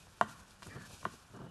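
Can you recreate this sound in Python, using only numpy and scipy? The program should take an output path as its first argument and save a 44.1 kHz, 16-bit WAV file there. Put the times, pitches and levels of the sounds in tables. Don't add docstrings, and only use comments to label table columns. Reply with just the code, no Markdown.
import sys
import numpy as np
from scipy import signal
from scipy.fft import rfft, irfft
from scipy.io import wavfile

SR = 44100
rng = np.random.default_rng(int(sys.argv[2]) if len(sys.argv) > 2 else 0)


def to_wav(sig):
    pcm = np.clip(np.atleast_2d(sig), -1, 1) * 32767
    pcm = np.round(pcm).astype(np.int16)
    wavfile.write(sys.argv[1], SR, pcm.T)


N = 66150
T = np.arange(N) / SR

# f/Hz, level/dB, t60/s (the time to fade by 60 dB)
HORN_TONES = [(214.6, -37.5, 0.19), (396, -34.5, 0.1), (453.4, -35.5, 0.11), (697.3, -28.5, 0.041),
              (910, -27.5, 0.034), (1030, -36, 0.029), (1165, -16.5, 0.012), (1378, -18, 0.016),
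              (1592, -19.5, 0.017), (1744, -32.5, 0.041), (2430, -25, 0.0076), (2887, -16, 0.014),
              (3606, -30.5, 0.028)]


def from_db(db):
    return 10 ** (np.asarray(db) / 20)


def rms_one(x):
    return x / np.sqrt(np.mean(x ** 2) + 1e-20)


def in_time(rows):
    times, *columns = np.transpose(rows)
    return [np.interp(T, times, column) for column in columns]


def band(x, hz, kind):
    sections = signal.butter(2, np.clip(hz, 10, .45 * SR), kind, fs=SR, output="sos")
    return signal.sosfilt(sections, x + 1e-18)


def colour(x, points):
    hz, db = np.transpose(points)
    f = np.maximum(np.fft.rfftfreq(N, 1 / SR), 1)
    gain = from_db(np.interp(np.log(f), np.log(hz), db)) * np.minimum(f / hz[0], 1)
    return rms_one(irfft(rfft(x) * gain, N))


def dying(start, t60):
    return (T >= start) * from_db(-60 * np.maximum(T - start, 0) / t60)


def drift(per_s):
    return rms_one(band(rng.standard_normal(N), per_s, "low"))


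def grains(per_s, spread_db):
    size = from_db(spread_db * np.minimum(rng.exponential(1, N), 4)) * rng.choice([-1, 1], N)
    return rms_one(size * (rng.random(N) < per_s / SR))


def resonance(x, hz, width_hz):
    r = np.exp(-np.pi * width_hz / SR)
    feedback = [1, -2 * r * np.cos(2 * np.pi * hz / SR), r * r]
    return signal.lfilter(np.array([1, 0, -1]) * (1 - r * r) / 2, feedback, x + 1e-18)


def ring(force, tones):
    out = 0
    for hz, db, t60 in tones:
        r, c = np.exp(-np.log(1000) / (t60 * SR)), np.cos(2 * np.pi * hz / SR)
        out = out + from_db(db) * signal.lfilter([1, -r * c], [1, -2 * r * c, r * r], force + 1e-18)
    return out


def wind():
    # f/Hz, level/dB
    spectrum = [(36, 6), (50, 1.5), (90, 6), (200, -7.5), (400, -10), (800, -8.5), (1500, -4), (2100, -16),
                (5000, -23), (12000, -61)]
    return from_db(-63.5) * colour(rng.standard_normal(N), spectrum)


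def whistles():
    # t/s, length/s, f/Hz, level/dB
    notes = [(-.05, 0.11, 2510, -69), (0.691, 0.073, 2348, -63), (1.453, 0.082, 2940, -71)]
    out, waver_hz = 0, 18.4
    for start, length, hz, db in notes:
        tone = np.sin(2 * np.pi * np.cumsum(hz + waver_hz * drift(per_s=19)) / SR)
        swell = np.sin(np.pi * np.clip((T - start) / length, 0, 1))
        out = out + from_db(db) * swell * rms_one(tone)
    return out


def bush_echo(x):
    near = rng.standard_normal(N) * dying(start=0.011, t60=0.12)
    near = band(near / np.linalg.norm(near), 2200, "high")
    far = rng.standard_normal(N) * dying(start=0.013, t60=0.75)
    far = band(far / np.linalg.norm(far), [1105, 4400], "band")
    return signal.fftconvolve(x, from_db(-9) * near + from_db(-16) * far)[:N]


def grass():
    # t/s, relative level/dB
    sweeps = [(0, -64.5), (.13, -66.5), (.19, -67.5), (.272, -65), (.312, -57), (.355, -67), (.40, -62.5),
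              (.46, -70.5), (.505, -64), (.58, -72.5), (.67, -58.5), (.70, -63.5), (.79, -65.5),
              (.94, -56.5), (1.09, -63.5), (1.14, -59), (1.2, -67.5), (1.5, -72.5)]
    # f/Hz, level/dB
    spectrum = [(300, 1.5), (1000, 3.5), (1600, -64), (2300, 3.5), (4000, 1.5), (6500, 1.5), (9000, -2),
                (12000, -4)]
    db, = in_time(sweeps)
    ticks = from_db(-7) * grains(per_s=2200, spread_db=4.0)
    crackles = from_db(-14) * grains(per_s=120, spread_db=2.5)
    level = from_db(db + 2.5 + 1.2 * drift(per_s=25))
    return level * colour(rng.standard_normal(N) + ticks + crackles, spectrum)


def snaps():
    # t/s, level/dB, f/Hz
    stems = [(.398, -61, 6280), (0.507, -57, 4285), (0.6292, -48.5, 4140), (0.653, -56, 6500),
             (0.67, -54.5, 7740), (0.929, -56.5, 3880), (1.364, -61, 6800)]
    out = 0
    for start, db, hz in stems:
        fibres = resonance(grains(per_s=3000, spread_db=1), hz, width_hz=1500)
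        out = out + from_db(db) * rms_one(fibres) * dying(start, t60=0.039)
    return out


def trampling():
    # t/s, level/dB
    shoves = [(0, -65.5), (.19, -70.5), (.25, -53.5), (.34, -60), (.47, -68), (.57, -70.5), (.63, -60),
              (.79, -51.5), (.86, -58.5), (1.0, -68.5), (1.09, -56.5), (1.15, -57.5), (1.2, -76),
              (1.27, -73), (1.34, -57), (1.5, -53)]
    # f/Hz, level/dB
    spectrum = [(60, -5), (120, 0), (195, 3), (280, -8), (400, -16.5), (600, -13.5), (1500, -52),
                (5000, -85)]
    db, = in_time(shoves)
    return from_db(db) * colour(rng.standard_normal(N), spectrum)


def thuds():
    # t/s, level/dB, f/Hz
    impacts = [(0.073, -56.5, 87.5), (0.226, -44, 124), (.41, -54, 73), (0.659, -52, 166),
               (0.676, -45.5, 96), (0.758, -42, 129), (0.895, -50, 101), (0.93, -46, 92), (0.965, -59, 54),
               (1.04, -44, 125.5), (1.055, -42.5, 349), (1.061, -44, 186), (1.301, -56, 124.5),
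               (1.333, -47.5, 120), (1.395, -47.5, 153), (1.429, -43, 121), (1.467, -51, 114)]
    out, rise_s = np.zeros(N), 0.0066
    soil = band(rng.standard_normal(N), 475, "low")
    crunch = from_db(-10.5) * rms_one(band(soil, 67, "high"))
    for start, db, hz in impacts:
        age = np.maximum(T - start, 0)
        swell = age / rise_s * np.exp(1 - age / rise_s)
        out += from_db(db) * swell * (np.sin(2 * np.pi * hz * age) + crunch)
    return out


def grinding():
    # t/s, length/s, level/dB
    spells = [(0.656, 0.012, -52.5), (0.703, 0.056, -57.5), (0.75, 0.031, -52), (0.902, 0.0095, -52),
              (1.125, 0.016, -56), (1.338, 0.037, -52), (1.397, 0.029, -49.5), (1.44, 0.029, -52)]
    # f/Hz, level/dB
    spectrum = [(100, 0.5), (200, 3), (380, 6), (600, -6.5), (1100, -32), (1600, -3.5), (2200, -17),
                (5000, -73)]
    pressure, rise_s, fall_s = 0, 0.011, 0.0076
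    for start, length, db in spells:
        rise = np.clip((T - start) / rise_s, 0, 1)
        fall = np.exp(-np.maximum(T - start - length, 0) / fall_s)
        pressure = pressure + from_db(db) * rise * fall
    slips = grains(per_s=800, spread_db=0.5)
    ringing = rms_one(ring(band(slips, 1400, "low"), HORN_TONES))
    return pressure * rms_one(colour(slips, spectrum) + from_db(-1.5) * ringing)


def scrape():
    # t/s, level/dB, f/Hz
    slide = [(.68, -76, 2050), (.705, -57, 1905), (.725, -53, 1880), (.745, -60, 1940), (.762, -55.5, 1820),
             (.795, -57.5, 1790), (.825, -58, 1690), (.858, -56, 1740), (.89, -77, 1720)]
    # multiple of its pitch, width/Hz, level/dB
    tones = [(1, 47, -0.5), (.9, 170, 0), (.66, 280, -5.5), (2.5, 180, -12.5)]
    db, hz = in_time(slide)
    phase, out = 2 * np.pi * np.cumsum(hz) / SR, 0
    for multiple, width_hz, tone_db in tones:
        tone, decay = np.exp(1j * multiple * phase), np.exp(-np.pi * width_hz / SR)
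        slips = grains(per_s=2000, spread_db=9.0)
        swing = signal.lfilter([1], [1, -decay], slips / tone + 1e-9)
        evened = swing / np.abs(swing) ** .5
        out = out + from_db(tone_db) * rms_one((tone * evened).real)
    sliding = (T > slide[0][0]) & (T < slide[-1][0])
    return from_db(db) * rms_one(out) * sliding


def ground_bounce(x):
    share, delay_s = .52, 0.002371
    return x - share * np.interp(T - delay_s, T, x, left=0)


def travel(push, delay_s):
    hz = np.fft.rfftfreq(2 * N, 1 / SR)
    phase_lag = 4 * np.pi * delay_s * np.sqrt(1000 * hz)
    return irfft(rfft(push, 2 * N) * np.exp(-1j * phase_lag))[:N]


def knocks():
    # t/s, level/dB, brightness/Hz, pitch of the spot struck/Hz, boost at that pitch/dB,
    # surface crack/dB, travel time at 1 kHz/s, share of the free ring time (0-1)
    blows = [(.067, -39.5, 890, 820, 15, -80, .002, 0.2),
             (0.2115, -3.5, 1340, 821, 13.5, -38, 0.00069, 0.87),
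             (0.224, -30, 1400, 1300, -7, -73, 0.0026, 0.3),
             (0.6222, -33, 2800, 990, 10, -54.5, 0.00059, 0.46),
             (0.6288, -32, 3520, 1030, 7.5, -55.5, 0.0004, 0.96),
             (0.6313, -36, 4270, 2200, 13, -63, 0.00039, .6),
             (.667, -35.5, 2000, 1290, 10, -53, 0.002, 0.5),
             (1.026, -26.5, 1260, 1120, 11, -59, 0.0042, 0.04), (1.05, -9, 1204, 1090, 8, -76, .0038, 0.69),
             (1.388, -31.5, 990, 974, 10.5, -77, 0.0032, 0.35)]
    # f/Hz, level/dB, t60/s
    surface_tones = [(5000, -16, 0.0083), (6150, 2.5, 0.0022), (7100, 0, 0.004), (8200, -3.5, 0.0048)]
    out, crack = np.zeros(N), np.zeros(N)
    for start, db, bright_hz, spot_hz, boost_db, crack_db, delay_s, ring_share in blows:
        touch = 1.0 * (np.arange(N) == int(start * SR))
        blow = travel(touch, delay_s)
        back_from_tip = from_db(-15) * travel(touch, delay_s=.0125)
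        push = from_db(db) * band(blow + back_from_tip, bright_hz, "low")
        force = push + (from_db(boost_db) - 1) * resonance(push, spot_hz, width_hz=234)
        out += ring(force, [(hz, tone_db, t60 * ring_share) for hz, tone_db, t60 in HORN_TONES])
        crack += from_db(crack_db) * blow
    return out + ring(crack, surface_tones)


def scene():
    horns = ground_bounce(knocks()) + scrape() + grinding()
    mix = horns + bush_echo(horns) + thuds() + trampling() + grass() + snaps() + wind() + whistles()
    return mix[None]


def record(dry):
    low_hz, top_hz = 32, 12000
    thinned = signal.sosfilt(signal.butter(2, low_hz, "high", fs=SR, output="sos"), dry)
    return signal.sosfilt(signal.ellip(12, .1, 80, top_hz, fs=SR, output="sos"), thinned)


dry = scene()
out = record(dry)
to_wav(out)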